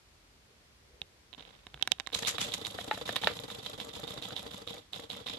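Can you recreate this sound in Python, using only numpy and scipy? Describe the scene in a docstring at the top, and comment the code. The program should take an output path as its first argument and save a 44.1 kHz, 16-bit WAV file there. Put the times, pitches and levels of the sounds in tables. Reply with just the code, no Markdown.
"""Small ticking mechanism, close by

In a quiet room: soft handling, creaks and hard clicks, struck as damped rings with a crack of noise.
Then a small mechanism runs at about seven cycles a second, among stray clicks: a sharp tick that bounces once, beats
of gritty filtered noise with a thin hiss, thuds and chatter. It scrapes at first, takes dull knocks, slows and stalls
once. The right microphone port hears mostly a hard ring near 3.7 kHz, the left one the hiss."""
import sys
import numpy as np
from scipy import signal
from scipy.fft import rfft, irfft
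from scipy.io import wavfile

SR = 44100
rng = np.random.default_rng(int(sys.argv[2]) if len(sys.argv) > 2 else 0)


def bounce(signal):
    """Save signal as a 16-bit WAV file at the path given by the first command-line argument."""
    frames = np.transpose(np.atleast_2d(signal))
    limited = np.clip(frames, -1, 1)
    pcm = np.round(limited * 32767).astype(np.int16)
    wavfile.write(sys.argv[1], SR, pcm)


N = 237566
TIME = np.arange(N) / SR
TOP_HZ = 14000

# rings of the case under a hard blow: ring_hz, relative_db, t60_s
CASE = [(448, 0, 0.025), (772, 3.5, 0.046), (970, 11, 0.013), (1724, 9, 0.0055), (2210, -2.5, 0.013),
        (3005, -17.5, 0.042), (3350, 0, 0.017), (3706, 13, 0.011), (5580, 3.5, 0.0056), (7260, -1.5, 0.011),
        (9100, -16, 0.0078)]
# cycles of the mechanism: tick_start_s, force_db, opening_tick_db
CYCLES = [(2.1322,.5,-34.5), (2.2492,1.5,-32), (2.388,5,-39.5), (2.5198,1,-34), (2.6493,0.5,-31.5),
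          (2.783,-0.5,-44), (2.915,.5,-53), (3.061,5,-55), (3.221,6,-40), (3.338,-0.5,-64), (3.486,0.5,-60),
          (3.634,0,-53), (3.784,0,-47), (3.937,1,-48), (4.077,1,-38.5), (4.2239,1,-37.5), (4.3649,0.5,-33),
          (4.5135,-0.5,-45.5), (4.6753,0,-36.5), (4.9325,-0.5,-34.5), (5.1013,0,-34.5), (5.2675,0.5,-36)]
# colour of the frame as gain on white noise: corner_hz, left_db, right_db
FRAME = [(37.7,-47,-37), (97,-33,-34), (313,-32.5,-32.5), (368,-49,-38), (452,-29.5,-36), (705,-40,-37.5),
         (990,-39.5,-41.5), (1520,-42,-43), (2570,-44.5,-42), (3600,-59.5,-33.5), (4630,-49.5,-45.5),
         (7250,-48.5,-57.5), (10000,-56.5,-77), (11430,-48,-97), (15000,-77.5,-83)]


def undb(db):
    """Decibels to gain."""
    return 10 ** (np.asarray(db) / 20)


def panned(db):
    """Left and right gains for a level difference, left over right."""
    return undb(db * np.array([[.5], [-.5]]))


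def add(out, s, x):
    """Mix a sound in from time s on."""
    i = int(s * SR)
    out[..., i:i + x.shape[-1]] += x[..., :max(N - i, 0)]


def cut(x, hz, kind, order=3):
    """Butterworth filter."""
    return signal.sosfilt(signal.butter(order, hz, kind, fs=SR, output="sos"), x)


def colour(x, points):
    """Causal minimum-phase filter through (Hz, dB) points, by folding the cepstrum."""
    size = 4096
    hz, db = np.transpose(points)
    grid = np.maximum(np.arange(size // 2 + 1) * SR / size, 1)
    gain = undb(np.interp(np.log(grid), np.log(hz), db))
    cepstrum = irfft(np.log(gain))
    cepstrum[1:size // 2] *= 2
    cepstrum[size // 2 + 1:] = 0
    impulse = irfft(np.exp(rfft(cepstrum)))
    return signal.oaconvolve(x, impulse)[:len(x)]


def ports(x, table):
    """Each microphone port has its own colour."""
    return np.array([colour(x[c], np.array(table)[:, [0, c + 1]]) for c in range(2)])


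def air(shared_hz):
    """White noise at two ports, alike in the bass and largely unrelated above."""
    mid, side = rng.standard_normal((2, N))
    side = cut(side, shared_hz, "high", order=1) + 0.18 * side
    mid = mid + 0.12 * cut(mid, shared_hz, "low", order=1)
    return (mid + side * np.array([[1], [-1]])) / np.sqrt(2)


def ring(modes, t):
    """Damped sines of a struck part, a little different in pitch on every blow."""
    out = 0
    for hz, db, t60 in modes:
        struck_hz = hz + 0.74 * rng.standard_normal() / t60
        decay = np.exp(-np.log(1000) * t / t60)
        out = out + undb(db) * decay * np.sin(2 * np.pi * struck_hz * t)
    return out


def resonate(x, rings):
    """Narrow resonances ring on top of a sound."""
    out = x
    for hz, width, db in rings:
        out = out + undb(db) * signal.lfilter(*signal.iirpeak(hz, hz / width, fs=SR), x)
    return out


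def swell(rise, fall):
    """A contact that builds up smoothly, then dies away."""
    t = TIME[:SR // 2]
    return np.sin(np.pi / 2 * np.minimum(t / rise, 1)) ** 2 * np.exp(-np.maximum(t - rise, 0) / fall)


def grit(rate_hz, spread_db):
    """Stick and slip: the force jumps to a random value many times a second."""
    steps = rng.standard_normal(N // 8)[(TIME * rate_hz).astype(int)]
    force = undb(spread_db * steps)
    return force / np.sqrt(np.mean(force ** 2))


def blow(modes, band_db, band_pan_db, snap, crack, crack_s, tail_db, tail_s, low_hz):
    """The snap of contact, modes, a brief crack and a faint tail; the spot that is struck weights four bands."""
    # edges between the body, clack, ring and top bands: edge_hz
    splits_hz = [1174, 2410, 4600]
    t = TIME[:SR // 6]
    spray = np.exp(-t / crack_s) * crack + undb(tail_db) * np.exp(-t / tail_s)
    x = snap * (t == 0) + ring(modes, t) + spray * rng.standard_normal((2, len(t)))
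    x[1] = cut(x[1], 7100, "low")  # the right port is deaf to the highest treble
    edges, out = [low_hz, *splits_hz, TOP_HZ], 0
    for k in range(4):
        band = cut(x, edges[k:k + 2], "band", order=4)
        sides = panned(band_pan_db[k])
        # rms as if the whole band fell within 10 ms
        rms = np.sqrt(np.sum(band ** 2, axis=1, keepdims=True) / (SR / 100))
        out = out + band / rms * undb(band_db[k]) * sides / np.sqrt(np.mean(sides ** 2))
    return out


def room():
    """Quiet room rumble and microphone hiss: coloured noise set to one overall level."""
    # colour of the empty room: corner_hz, relative_db
    room_colour = [(15, -52), (25, -32), (37, -1), (59, -2.5), (128, -13), (637, -20.5), (709, -21.5),
                   (854, -22.5), (977, -22.5), (1620, -23.5), (2070, -23), (2630, -24.5), (4610, -25.5),
                   (13400, -39), (15000, -66)]
    level_db = -63.5
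    x = np.array([colour(side, room_colour) for side in air(shared_hz=650)])
    return x * undb(level_db) / np.std(x.mean(axis=0))


def rubs():
    """Soft, dull rubbing that sounds only the low resonance of the frame."""
    # a hand shifts softly before the first click: start_s, rise_s, fall_s, force_db
    hand_shifts = [(.475,0.023,.035,-43), (.74,0.24,0.14,-44.5)]
    # limits of the low resonance: edge_hz
    band_hz = [390, 540]
    force = np.zeros(N)
    for s, rise, fall, db in hand_shifts:
        add(force, s, undb(db) * swell(rise, fall))
    return cut(air(shared_hz=900) * force, band_hz, "band", order=2)


def rustle():
    """A faint creaking rub among the first clicks, and soft bumps of handling under them."""
    # lower ring of each bump: start_s, ring_hz, level_db, t60_s
    soft_bumps = [(1.017,76,-51.5,0.1), (1.38,71,-68,0.19), (1.667,91.5,-54,0.072), (1.744,63,-56,0.27),
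                  (1.825,89.5,-67,0.11), (1.876,105,-56,.15), (1.917,81,-60,0.23)]
    force, bumps = np.zeros(N), np.zeros(N)
    add(force, 1.375, undb(-5) * swell(0.0029, 0.19))
    add(force, 1.73, undb(-13.5) * swell(0.017, 0.67))
    for s, hz, db, t60 in soft_bumps:
        modes = [(hz, db, t60), (2.12 * hz, db + 6.5, t60 / 2)]
        add(bumps, s, ring(modes, TIME[:SR // 3]))
    rub = air(shared_hz=596) * force * grit(rate_hz=180, spread_db=6.0)
    return cut(ports(rub, FRAME), 5100, "low") + bumps


def click(db, hz, clack_db, pan_db):
    """One hard blow on the case; a harder one is brighter, and force and clack set the four bands."""
    # body, clack, ring and top bands: normal_db, db_per_db_of_force, share_of_clack, share_of_pan
    bands = [(-49,0.8,0.44,0.36), (-42,1,1,0.32), (-41.5,1,0.055,1.54), (-47,1.703,1,0.53)]
    normal_force_db = -40
    normal_db, per_force, clack_share, pan_share = np.transpose(bands)
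    band_db = normal_db + per_force * (db - normal_force_db) + clack_share * clack_db
    return blow([(hz, 9, .008), *CASE], band_db, pan_share * pan_db, snap=20.4, crack=3.9,
                crack_s=0.00094, tail_db=-37, tail_s=0.012, low_hz=104)


def creaks():
    """A surface sticks and slips, each slip after a longer gap and, but for some scatter, weaker."""
    # runs of small slips: start_s, slip_count, first_gap_s, first_force_db, clack_db
    runs = [(1.3295,3,.0071,-46,-17), (1.3953,9,.0118,-48.5,-16.5), (1.775,3,0.021,-59,2.5),
            (2.090,3,0.012,-56,-0.5)]
    slowing = 1.5  # each gap over the one before
    fade_db_per_s, scatter_db = 70, 1.2
    out = np.zeros((2, N))
    for start, slips, gap, db, clack_db in runs:
        lag = 0
        for _ in range(round(slips)):
            slip_db = db - fade_db_per_s * lag + scatter_db * rng.standard_normal()
            add(out, start + lag, click(slip_db, 3100, clack_db, pan_db=-15))
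            lag += gap
            gap *= slowing
    return out


def clicks():
    """Hard clicks on the case: handling at first, then stray clicks while the mechanism runs."""
    # blows on the case: start_s, force_db, spot_hz, clack_db, pan_db (left over right, before band shares)
    case_clicks = [(1.0165,-33.5,2940,-22.5,-6.5), (1.6677,-47,3000,-4.5,-10), (1.7426,-45,3000,-5.5,-8),
                   (1.8253,-21.5,3350,-21.5,-28), (1.875,-36.5,2940,3.5,-11), (1.9184,-20,3200,-16.5,-24),
                   (1.985,-56.5,3600,-5,-14), (1.999,-36,3100,-2.5,-34), (2.0056,-45,3100,-4,-32),
                   (2.0642,-41.5,4000,-29,-11), (2.072,-40,4000,1.5,-43), (2.1481,-26.5,4000,-21,-14),
                   (2.5394,-35.5,3900,-17,-9), (3.013,-41.5,3700,-13,-13), (3.159,-32,3800,-11,-7),
                   (3.2442,-27,3800,-26,-14), (3.39,-39,3830,-17,-11), (3.6617,-37.5,3850,-11,-29),
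                   (3.801,-36.5,3300,-12,-9), (4.1069,-44,3760,-20,-12)]
    out = np.zeros((2, N))
    for s, db, hz, clack_db, pan_db in case_clicks:
        add(out, s, click(db, hz, clack_db, pan_db))
    return out


def knocks():
    """Dull knocks: one strong low ring over the shared rings of the base, brighter when harder."""
    # the blows: start_s, lowest_strong_ring_hz, its_t60_s, level_db, hardness_db
    dull_blows = [(2.2306,830,0.015,-46,4.5), (2.3824,1140,0.0058,-42.5,4.5), (2.787,705,0.047,-39,-4),
                  (2.9117,858,0.064,-29.5,-3.5), (2.975,700,0.057,-44.5,-4.5), (3.0914,684,0.018,-36.5,0),
                  (3.163,1020,0.012,-40.5,6.5), (3.2354,880,0.038,-36.5,-3), (3.272,890,0.016,-27.5,1.5),
                  (3.502,1470,0.0087,-52.5,4), (4.306,1580,0.024,-53.5,3.5)]
    # rings of the base in every knock: ring_hz, relative_db, t60_s
    base = [(424,-50,0.057), (700,0,0.024), (1306,1,0.0073), (1793,-0.5,0.021), (2960,-15,0.058),
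            (3656,-2.5,0.029), (3856,2.5,0.032), (5150,-26,0.0076), (7660,-27,.01)]
    # body, clack, ring and top bands: relative_db, db_per_db_of_hardness, left_over_right_db
    bands = [(-0.2,-0.08,4.5), (0.7,0.5,-1), (-1.5,2.1,-15), (-28.5,4.26,6)]
    out = np.zeros((2, N))
    relative_db, per_hardness, band_pan_db = np.transpose(bands)
    for s, hz, t60, db, hardness_db in dull_blows:
        band_db = db + relative_db + per_hardness * hardness_db
        add(out, s, blow([(hz, 6, t60), *base], band_db, band_pan_db, snap=12.5, crack=4,
                         crack_s=0.0012, tail_db=-6.5, tail_s=0.027, low_hz=373))
    return out


def scrapes():
    """Dry surfaces drag over each other: noise broken up by fast stick and slip."""
    # drags, nearly all while it gets going: start_s, rise_s, fall_s, force_db
    drags = [(2.143, 0.005, 0.0035, 1), (2.156, 0.0055, 0.04, -13), (2.184, 0.0063, 0.0041, -11),
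             (2.222, 0.0027, 0.0033, -4), (2.267, 0.0098, 0.022, 2), (2.401, 0.012, 0.031, -4),
             (2.536, 0.002, 0.0087, -3.5), (2.667, 0.0012, 0.0029, -7), (3.159, .005, .005, -33)]
    # colour of the scrape as gain on noise: corner_hz, left_db, right_db
    scrape_colour = [(500, -25, -38), (1180, -32, -25), (2140, -21.5, -22.5), (4000, -34, -16),
                     (5500, -23, -29), (7050, -19, -29), (9100, -28, -45), (11800, -30.5, -70),
                     (14500, -55, -46)]
    force = np.zeros(N)
    for s, rise, fall, db in drags:
        add(force, s, undb(db) * swell(rise, fall))
    dragging = air(shared_hz=500) * force * grit(rate_hz=1400, spread_db=4.0)
    return cut(ports(dragging, scrape_colour), 270, "high")


def cycles():
    """For each cycle: start, spread of the beats, and dB of body, rasp, hiss and last beat, from force and length."""
    # extra rasp, high as the mechanism starts and as it slows: time_s, extra_db
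    extra_rasp = [(2.13,4.5), (2.39,5), (2.7,2), (4.7,2.1), (5.1,4.5), (5.27,8)]
    lead_s = .006  # the cycle starts this long before its tick
    period_s, slowest_s, stretch = .148, .172, .38  # spread: (length / period) ** stretch
    start, force_db, _ = np.transpose(CYCLES)
    length = np.minimum(np.diff(start, append=np.inf), slowest_s)
    rasp_db = force_db + np.interp(start, *np.transpose(extra_rasp))
    hiss_db = .5 * force_db + 1.5 - 1.46 * (start - start[0])  # the hiss fades over the run
    # the last beat fades when a cycle outlasts the period, and does not follow the force
    last_db = 4 - 305 * np.maximum(length - period_s, 0) - force_db
    return zip(start - lead_s, (length / period_s) ** stretch, force_db, rasp_db, hiss_db, last_db)


def chatter():
    """Tiny random ticks of loose parts, each at its own pitch, crowded early in every cycle."""
    out, t = np.zeros((2, N)), TIME[:SR // 20]
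    for start, pace, _, rasp_db, _, _ in cycles():
        for when, pitch, size in rng.random(size=(6, 3)):
            hz = 1800 * 2 ** (1.5 * pitch)
            modes = [(hz, 0, .012), (1.31 * hz, -3, .009), (3600, -5, .015), (2.06 * hz, -9, .006)]
            level = undb(rasp_db - 58.5 + 12.2 * size)
            add(out, start + pace * (0.011 + 0.091 * when ** 2), panned(2) * level * ring(modes, t))
    return out


def ticks():
    """A loose joint snaps over as each cycle opens, and bounces once."""
    # body, clack, ring and top bands: relative_db, left_over_right_db
    bands = [(-19,1), (-27.5,-7), (-2.5,-14.5), (-23,18)]
    bounce_s, bounce_db = .0098, -4
    out = np.zeros((2, N))
    band_db, band_pan_db = np.transpose(bands)
    for start, _, tick_db in CYCLES:
        for lag, db in [(0, tick_db), (bounce_s, tick_db + bounce_db)]:
            add(out, start + lag, blow(CASE, db + band_db, band_pan_db, snap=2.6, crack=.96,
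                                       crack_s=0.0046, tail_db=-2, tail_s=0.011, low_hz=234))
    return out


def mechanism():
    """Every cycle repeats the same beats: thuds, a gritty rasp in the frame and a hiss."""
    # rubbing beats, lags at normal pace: lag_s, rise_s, fall_s, body_db, rasp_db, hiss_db
    beats = [(-.004,0.0061,0.022,2,-1.5,4.5), (0.017,0.0051,0.057,-1.5,3,4.5),
             (0.028,0.0096,0.0022,7.5,2.5,8), (0.061,0.0049,0.018,3.5,-5,-3),
             (0.065,.006,0.0019,-19,-11,11.5), (.086,0.0076,0.017,-1,-15,-1), (0.1,0.0061,0.018,3,-0.5,1)]
    # rings the beats set off, lags at normal pace: lag_s, ring_hz, level_db, t60_s, left_over_right_db
    thud_rings = [(.006,123,-49,0.073,-5), (0.031,106,-49,0.14,2), (.033,190.5,-45,0.14,0.5),
                  (.033,985,-46,0.044,0), (.067,579.5,-47,0.1,2), (0.069,11320,-56.5,0.0032,35),
                  (.103,112,-46.5,.09,1), (.105,302,-51,0.12,3), (.105,452,-44.5,0.061,11),
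                  (0.109,4570,-45.5,0.019,-3)]
    # narrow frame resonances at the left port: ring_hz, width_hz, over_broad_colour_db
    left_rings = [(479,21,3), (605.5,6.1,6), (1055,15,-6.5), (3160,25,20), (3500,62,22), (5190,85,7),
                  (5930,25,-5), (5900,25,-9), (6800,32,2), (6800,25,0), (7470,24,6)]
    # narrow frame resonances at the right port: ring_hz, width_hz, over_broad_colour_db
    right_rings = [(790,51,2.5), (1170,15,5), (1270,97,0.5), (1760,35,-4), (1978,61,9), (3500,22,-11),
                   (3350,11,6.5), (3670,29,3), (3500,40,-2), (3914,61,4)]
    power, thuds, t = np.zeros((3, N)), np.zeros((2, N)), TIME[:SR // 8]
    last_beat_s = .095  # later lags belong to the last beat
    for start, pace, *cycle_db, last_db in cycles():
        for lag, rise, fall, *beat_db in beats:
            db = np.array(beat_db) + cycle_db + last_db * (lag > last_beat_s)
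            db = db + 0.31 * rng.standard_normal(3)
            add(power, start + lag * pace, (undb(db)[:, None] * swell(rise, fall)) ** 2)
        for lag, hz, db, t60, pan in thud_rings:
            db = db + cycle_db[0] + last_db * (lag > last_beat_s) + 0.74 * rng.standard_normal()
            # a soft contact takes about one period to build the ring up
            build_up = 1 - np.exp(-t * hz / 0.51)
            add(thuds, start + lag * pace, panned(pan) * ring([(hz, db, t60)], t) * build_up)
    body, rasp, hiss = np.sqrt(power)
    rubbing = grit(rate_hz=310, spread_db=0.5)  # shared by rasp and hiss
    low = cut(air(shared_hz=520) * body * grit(rate_hz=350, spread_db=3.0), 1590, "low")
    rasping = air(shared_hz=450) * rasp * rubbing * grit(rate_hz=290, spread_db=4.0)
    mid = cut(rasping, [2400, 5200], "band")
    top = cut(air(shared_hz=450) * hiss * rubbing, 5970, "high")
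    left, right = ports(undb(-1.33) * low + undb(-2.5) * mid + undb(-1.0) * top, FRAME)
    return np.array([resonate(left, left_rings), resonate(right, right_rings)]) + thuds


def scene():
    """All sources, with a faint return from the walls and the room underneath."""
    contacts = rubs() + rustle() + creaks() + clicks() + knocks()
    dry = contacts + scrapes() + chatter() + ticks() + mechanism()
    t = TIME[:SR // 3]
    decay = np.exp(-np.log(1000) * t / 0.16)  # t60 0.16 s
    walls = cut(rng.standard_normal((2, len(t))), 4000, "low", order=1) * decay
    walls = walls / np.sqrt(np.sum(walls ** 2) / 2)
    wet = signal.oaconvolve(dry.mean(axis=0)[None], walls, axes=1)[:, :N]
    return dry + undb(-29.5) * wet + room()


def record(dry):
    """The recorder cuts the deepest bass and the top."""
    no_rumble = cut(dry, 42, "high", order=4)
    return signal.sosfilt(signal.ellip(8, .2, 70, TOP_HZ, fs=SR, output="sos"), no_rumble)


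dry = scene()
out = record(dry)
bounce(out)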